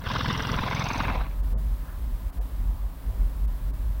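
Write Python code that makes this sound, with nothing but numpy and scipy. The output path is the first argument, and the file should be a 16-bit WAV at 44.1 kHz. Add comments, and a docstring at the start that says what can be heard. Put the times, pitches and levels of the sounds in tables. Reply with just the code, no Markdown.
"""Faint outdoor wash, recorder hiss and low wind open the scene. At once a horse snorts on a field:
about 21 times a second the nostrils slap, open to a rising rush of air and end on a puff.
Wet pops ring the nose where the flutter stumbles; parked trailers answer faintly.
From 1 s gusts rumble harder on the microphone, and by 1.4 s the snort is over.
After it come a few far scuffs and brief dropouts of the treble."""
import sys
import numpy as np
from scipy import signal
from scipy.fft import rfft, irfft, next_fast_len
from scipy.io import wavfile
from scipy.ndimage import uniform_filter1d, map_coordinates

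SR = 44100
rng = np.random.default_rng(int(sys.argv[2]) if len(sys.argv) > 2 else 0)


def dump_mix(stems):
    """Bounce the given channels to the path in sys.argv[1] as a 16-bit WAV at rate SR."""
    frames = np.atleast_2d(stems).T  # one column per channel
    limited = np.clip(frames, -1, 1)  # hard clip at full scale
    pcm = np.round(limited * 32767).astype(np.int16)
    wavfile.write(sys.argv[1], SR, pcm)


N = 176400
TIME_S = np.arange(N) / SR


def amp(db):
    """Decibels to gain."""
    return 10 ** (np.asarray(db) / 20)


def unit(x):
    """Scale to rms 1."""
    return x / np.sqrt(np.mean(x ** 2) + 1e-20)


def curves(rows, at=TIME_S):
    """Columns after the first, interpolated along the first."""
    knots, *columns = np.transpose(rows)
    return [np.interp(at, knots, column) for column in columns]


def wobble(knots_per_s):
    """Smooth random curve."""
    return map_coordinates(rng.standard_normal(8192), [TIME_S * knots_per_s + 2], mode="wrap")


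def filtered(x, response):
    """Apply a gain given as a function of f/Hz."""
    size = next_fast_len(N + SR // 2)
    return irfft(rfft(x, size) * response(np.fft.rfftfreq(size, 1 / SR)), size)[:N]


def coloured(x, spectrum):
    """Shape x by rows of f/Hz, level/dB; rms 1."""
    knots_hz, db = np.transpose(spectrum)
    return unit(filtered(x, lambda hz: amp(np.interp(np.log(hz + 1), np.log(knots_hz), db))))


def noise(spectrum):
    """Coloured noise, rms 1."""
    return coloured(rng.standard_normal(N), spectrum)


def phase_rad(hz):
    """Running phase of a gliding frequency."""
    return 2 * np.pi * np.cumsum(hz) / SR


def narrow_noise(hz, width_hz):
    """Noise band that follows hz; rms 1."""
    phase = phase_rad(hz)
    return unit(wobble(2 * width_hz) * np.cos(phase) + wobble(2 * width_hz) * np.sin(phase))


def burst(since_s, decay_s, attack_s=.0013):
    """Fast rise, exponential fall."""
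    t = np.maximum(since_s, 0)
    return (1 - np.exp(-t / attack_s)) * np.exp(-t / decay_s)


# outdoor wash spectrum: f/Hz, level/dB
WASH_SPECTRUM = [(88, -45), (150, 1), (235, -15.5), (269, -3), (320, -15.5), (492, -16), (542, -12.5),
                 (831, -17), (971, -13.5), (1430, -21.5), (1610, -21.5), (2470, -28), (3650, -29),
                 (6540, -36), (15700, -27.5)]
# recorder hiss spectrum: f/Hz, level/dB
HISS_SPECTRUM = [(5000, -25.5), (10000, -26.5), (13000, -23), (15500, -12)]
def background():
    """Outdoor wash and recorder hiss, both swelling slightly."""
    wash = amp(-48 + .87 * wobble(4.87)) * noise(WASH_SPECTRUM)
    hiss = amp(-58 + .8 * wobble(4)) * noise(HISS_SPECTRUM)
    return wash + hiss


# gust strength: t/s, level/dB
GUST_LEVEL = [(0, -42), (.3, -43), (.5, -38), (.8, -44), (1, -32), (1.22, -26), (1.27, -39), (1.34, -27),
              (1.5, -23), (1.72, -26), (1.84, -39), (2, -30), (2.13, -24), (2.17, -34), (2.27, -29),
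              (2.32, -45), (2.41, -28), (2.48, -42), (2.58, -28), (2.69, -21), (2.78, -34), (2.86, -30),
              (2.94, -43), (3.02, -42), (3.08, -21), (3.13, -31), (3.21, -19), (3.33, -33), (3.42, -22),
              (3.58, -35), (3.64, -26), (4, -27)]
# wind rumble spectrum: f/Hz, level/dB
RUMBLE_SPECTRUM = [(12, -66), (20, -19), (33, -7), (54, -4.5), (67, -10), (81, -17.5), (107, -16),
                   (134, -28.5), (236, -30), (268, -38.5), (400, -42.5), (520, -64), (880, -120)]
def wind():
    """Gusts buffet the microphone: a wavering boom inside a broader, steadier rumble."""
    gust_db, = curves(GUST_LEVEL)
    boom_hz = 47.2 + 4.64 * wobble(25)
    boom = unit(np.sin(phase_rad(boom_hz))) * amp(.62 * wobble(40))
    rumble_db = gust_db.mean() + .55 * (gust_db - gust_db.mean()) - 2
    return amp(gust_db - 1.5) * boom + amp(rumble_db) * noise(RUMBLE_SPECTRUM)


# nostril flutter rate: t/s, f/Hz
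FLUTTER_RATE = [(0, 20.7), (.28, 20.75), (.5, 21.5), (.72, 21.5), (.86, 22), (1.02, 21.45), (1.15, 18.2),
                (1.3, 17)]
def flutter_cycles(slap_at_s=.1351):
    """Running cycle count; the nostrils slap at whole numbers."""
    rate_hz, = curves(FLUTTER_RATE)
    cycles = np.cumsum(rate_hz) / SR
    return cycles - np.interp(slap_at_s, TIME_S, cycles)


def beat(cycle_offset, scatter_db=.8):
    """Time/s from the nearest beat at this point of the cycle, and its random gain."""
    cycles = flutter_cycles() - cycle_offset
    nearest = np.round(cycles)
    gains = amp(scatter_db * rng.standard_normal(128))
    return TIME_S - np.interp(nearest, cycles, TIME_S), gains[nearest.astype(int)]


def tissue_shift(x, limit_db=7):
    """Soft tissue moves: small resonances come and go across the spectrum."""
    frames = signal.stft(x, nperseg=512, noverlap=384)[2]
    ripple = rng.standard_normal(frames.shape)
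    for _ in range(2):
        ripple = uniform_filter1d(ripple, size=3, axis=0)
        ripple = uniform_filter1d(ripple, size=5, axis=1)
    frames *= amp(limit_db * np.tanh(unit(ripple) / 2))
    return unit(signal.istft(frames, nperseg=512, noverlap=384)[1][:N])


# nose resonances: t/s, lower f/Hz, level/dB, upper f/Hz, level/dB
NOSE_RESONANCES = [(.19, 1666, -8, 3330, -14.5), (.29, 2031, -2.5, 3440, -6), (.4, 2028, -5, 3450, -14),
                   (.55, 1704, -24, 3480, -9), (.72, 2304, -3, 3690, -15), (.9, 2185, -7.5, 3810, -14),
                   (1.22, 2150, -8.5, 3860, -35)]
def nose_hollow():
    """Two resonances drift as the nose narrows, strongest with the nostrils open."""
    low_hz, low_db, high_hz, high_db = curves(NOSE_RESONANCES)
    openness = np.sin(np.pi * flutter_cycles()) ** 2
    return openness * sum(amp(db) * narrow_noise(hz * (1 + .045 * wobble(30)), width_hz=130)
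                          for hz, db in [(low_hz, low_db), (high_hz, high_db)])


# wet crackle spectrum: f/Hz, level/dB
CRACKLE_SPECTRUM = [(600, -17), (1100, 8), (2300, -6.5), (3450, -3), (6800, -37)]
def crackle(ticks_per_s=420):
    """Tiny films of moisture burst in the airflow."""
    ticks = (rng.random(N) < ticks_per_s / SR) * rng.choice([-1, 1], N) * rng.uniform(.78, 1, N)
    return amp(-8) * coloured(ticks, CRACKLE_SPECTRUM)


# air spectrum, early in the snort: f/Hz, level/dB
EARLY_AIR_SPECTRUM = [(60, -2), (130, 9.5), (250, 8.5), (380, -2.5), (460, 3), (750, -1.5), (1030, 3),
                      (1250, -5.5), (1600, -0.5), (1850, -10), (2060, -3), (2350, -17), (2750, -6),
                      (3000, -9), (3450, -7), (4150, -15), (5500, -19), (6100, -26.5), (6700, -39),
                      (12000, -62)]
# air spectrum, late in the snort: f/Hz, level/dB
LATE_AIR_SPECTRUM = [(60, -20), (130, -23), (250, 0.5), (380, -5.5), (460, -4), (700, 0.5), (1030, 3),
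                     (1280, -7), (1480, -5.5), (1850, -10), (2170, -9.5), (2650, -6.5), (3100, -25),
                     (3800, -14), (4400, -21.5), (5000, -25), (6100, -28.5), (6900, -46), (12000, -63)]
# bass shelf of the air: t/s, gain/dB
AIR_BASS = [(.05, -3), (.11, -10), (.15, -2), (.3, -1), (.55, -3)]
def nose_air(treble_db):
    """Air rushes through the wet nose, changing colour midway."""
    late = np.interp(TIME_S, [.52, .84], [0, 1])
    air = np.sqrt(1 - late) * noise(EARLY_AIR_SPECTRUM) + np.sqrt(late) * noise(LATE_AIR_SPECTRUM)
    air = tissue_shift(air)
    treble = filtered(air, lambda hz: hz ** 4 / (hz ** 4 + 2600 ** 4))
    bass = filtered(air, lambda hz: 1 / (1 + (hz / 330) ** 4))
    bass_db, = curves(AIR_BASS)
    air += treble * (amp(treble_db) - 1) + bass * (amp(bass_db) - 1)
    return air + nose_hollow() + crackle()


# nostril resonance over one cycle: phase/cycles, f/Hz, level/dB
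NOSTRIL_GLIDE = [(0, 780, -22), (.15, 820, -12), (.3, 900, -3), (.46, 1020, 0), (.56, 1150, 3),
                 (.66, 1450, 1), (.76, 1600, -16), (1, 1500, -25)]
def whistle(width_hz=60, tone_share=.55):
    """The nostril almost whistles: a straying, gliding tone inside narrow noise."""
    hz, db = curves(NOSTRIL_GLIDE, flutter_cycles() % 1)
    hz *= 1 + .06 * wobble(30)
    tone = unit(np.sin(phase_rad(hz + width_hz / 2 * wobble(400))))
    breath = narrow_noise(hz, width_hz)
    return amp(db - 3) * (np.sqrt(tone_share) * tone + np.sqrt(1 - tone_share) * breath)


# airflow over one cycle: phase/cycles, level/dB
CYCLE_AIRFLOW = [(0, -3), (.14, -3), (.33, -1), (.48, -1.5), (.62, 1), (.75, -3.5), (.9, -5)]
def rush(treble_db, fade_db, rasp_db=1.9):
    """Rasping air, chopped by the fluttering nostrils, with their whistle."""
    opening_db, = curves(CYCLE_AIRFLOW, flutter_cycles() % 1)
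    air = amp(opening_db - 1.7) * nose_air(treble_db)
    ring = amp(.66 * fade_db) * whistle()
    return amp(rasp_db * wobble(350)) * (air + ring)


def thump(since_s, db, hz=95, width_s=.005, delay_s=.002):
    """Short low pressure pulse, slightly different each time."""
    t = since_s - delay_s
    gain = amp(db + 1.5 * wobble(20))
    pitch_hz = hz * (1 + .15 * wobble(20))
    return gain * np.cos(2 * np.pi * pitch_hz * t) * np.exp(-(t / width_s) ** 2)


# puff spectrum: f/Hz, level/dB
PUFF_SPECTRUM = [(200, -29), (750, -20), (1000, 4.5), (1230, -10), (1480, 8.5), (1750, 4), (2000, -26),
                 (2350, 1.5), (2650, -27), (3000, -13), (3450, -27), (4300, -34), (7000, -61)]
def puffs(fade_db):
    """One puff of air and a low push of pressure per cycle."""
    since_s, gain = beat(cycle_offset=.55)
    envelope = amp(fade_db - 18.5) * burst(since_s, decay_s=.004, attack_s=.0036)
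    puff = envelope * tissue_shift(noise(PUFF_SPECTRUM))
    push = thump(since_s, db=-24, hz=205, width_s=.004, delay_s=.004)
    return gain * (puff + push)


# nostril contact strength: t/s, thump gain/dB, click gain/dB
SLAP_CONTACT = [(0, -7, -20), (.08, -12, -17), (.14, 3, -3.5), (.55, 3.5, 1.5), (.63, 0.5, -18),
                (.76, 3.5, 2.5), (.96, 1, 0), (1.07, -0.5, -14), (1.18, 1.5, -30), (1.3, -10, -31.5)]
# wet click spectrum: f/Hz, level/dB
CLICK_SPECTRUM = [(200, 15.5), (1500, 0), (2500, -24), (3600, -8), (4300, 3.5), (5300, 8.5), (6100, -14),
                  (6700, -18), (7800, -8.5), (9000, -13), (15000, -42)]
# wet squeak pitch: t/s, f/Hz
SQUEAK_PITCH = [(.14, 5950), (.3, 5480), (.4, 5800), (.56, 5870), (.75, 6050), (.9, 6230), (1.05, 6260)]
def slaps(end_s=1.3):
    """The nostrils meet with a wet click, a tiny squeak and a drop in pressure."""
    thump_db, click_db = curves(SLAP_CONTACT)
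    squeak_hz, = curves(SQUEAK_PITCH)
    since_s, gain = beat(cycle_offset=0)
    click = amp(-28) * noise(CLICK_SPECTRUM)
    squeak = amp(-28.5) * np.sin(phase_rad(squeak_hz * (1 + .0184 * wobble(300))))
    wet = amp(click_db) * burst(since_s, decay_s=.003) * (click + squeak)
    drop = -thump(since_s, thump_db - 23.3)
    return gain * (wet + drop) * (TIME_S < end_s)


# wet pops: t/s, ring level/dB, thump level/dB
POP_EVENTS = [(0.073, -24, -23.5), (0.102, -19, -48.5), (0.1641, -20, -24), (0.286, -29, -24),
              (0.5876, -11, -46), (.665, -21, -38), (0.7114, -14, -46), (0.9032, -12, -50),
              (1.0819, -12, -38), (1.1023, -22, -28)]
# nasal passage modes: f/Hz, level/dB, T60/s
NASAL_MODES = [(1026, -6, 0.022), (1470, -8, 0.0098), (2100, -18.5, 0.017), (2440, -15.5, 0.028),
               (3660, -24, 0.01)]
def pops():
    """The nostrils snap open out of turn and ring the nose."""
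    out = np.zeros(N)
    for start_s, ring_db, thump_db in POP_EVENTS:
        since_s = TIME_S - start_s
        t = np.maximum(since_s[:round((start_s + .06) * SR)], 0)
        for mode_hz, mode_db, t60_s in NASAL_MODES:
            gain = amp(ring_db + mode_db - .5 * rng.standard_normal())
            hz = mode_hz * (1 + .029 * rng.standard_normal())
            envelope = burst(t, decay_s=t60_s / np.log(1000), attack_s=.00026)
            out[:len(t)] += gain * envelope * np.sin(2 * np.pi * hz * t)
        out -= thump(since_s, thump_db)
    return out


# breath force: t/s, level/dB, treble gain/dB
BREATH_FORCE = [(0, -50, -19), (.04, -34.5, 0), (.075, -33.5, 8), (.115, -31, 8.5), (.22, -31.5, 8.5),
                (.3, -29.5, 7), (.38, -31.5, 5.5), (.5, -29, 1.5), (.62, -30.5, 5.5), (.72, -30, 5),
                (.85, -32.5, 9.5), (1, -31, 6), (1.09, -30.5, 0), (1.14, -32.5, 0), (1.22, -36, -1.5),
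                (1.27, -44.5, -7), (1.36, -44, 11)]
# softening of puffs and whistle at both ends: t/s, gain/dB
EDGE_FADE = [(0, -23), (.07, 1), (.11, -2.5), (.8, -4.5), (1.1, 0), (1.14, -14)]
def snort():
    """One long breath drives the rush and the puffs; slaps and pops add to it."""
    force_db, treble_db = curves(BREATH_FORCE)
    fade_db, = curves(EDGE_FADE)
    force = amp(force_db) * np.interp(TIME_S, [1.26, 1.38], [1, 0])
    return force * rush(treble_db, fade_db) + force / force.max() * puffs(fade_db) + slaps() + pops()


def trailer_echo(x, t60_s=.2, gap_s=.005):
    """Short, dull reflection from the parked trailers and a tent."""
    t = TIME_S[:SR // 2]
    tail = rng.standard_normal(len(t)) * amp(-60 * t / t60_s) * (t > gap_s)
    echo = signal.fftconvolve(x, tail / np.linalg.norm(tail))[:N]
    return amp(-15) * filtered(echo, lambda hz: 1 / (1 + (hz / 5000) ** 2))


# far scuffs: t/s, length/s, centre f/Hz, level/dB
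SCUFF_EVENTS = [(1.55, .085, 634, -52), (1.887, .13, 1510, -54), (2.4, 0.048, 685, -49.5),
                (2.783, 0.31, 1040, -55), (3.128, 0.18, 650, -53.5)]
def scuffs():
    """Faint far-off scuffs: short swells of band noise."""
    out = np.zeros(N)
    for peak_s, length_s, hz, db in SCUFF_EVENTS:
        envelope = np.exp(-(2 * (TIME_S - peak_s) / length_s) ** 2)
        spectrum = [(hz / 3, -30), (hz * .56, -2), (hz * 1.14, 0), (hz * 1.3, -20), (hz * 4, -50)]
        out += amp(db) * envelope * noise(spectrum)
    return out


def scene():
    """Horse, wind and field; mono."""
    horse = snort()
    return (horse + trailer_echo(horse) + wind() + background() + scuffs())[None]


# treble dropouts: t/s, length/s, gain/dB
TREBLE_DROPOUTS = [(1.421, 0.02, -9.5), (1.558, 0.036, -27), (2.316, 0.022, -12.5), (2.399, 0.021, -17),
                   (3.467, 0.015, -14.5), (3.723, 0.023, -11.5)]
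def record(dry, split_hz=1700, top_hz=15850):
    """The treble drops out for a few instants; nothing passes above top_hz."""
    dip_db = sum(db * np.exp(-(2 * (TIME_S - centre_s) / length_s) ** 4)
                 for centre_s, length_s, db in TREBLE_DROPOUTS)
    bass = filtered(dry[0], lambda hz: 1 / (1 + (hz / split_hz) ** 6))
    treble = dry[0] - bass
    return filtered(bass + treble * amp(dip_db), lambda hz: hz < top_hz)[None]


dry = scene()
out = record(dry)
dump_mix(out)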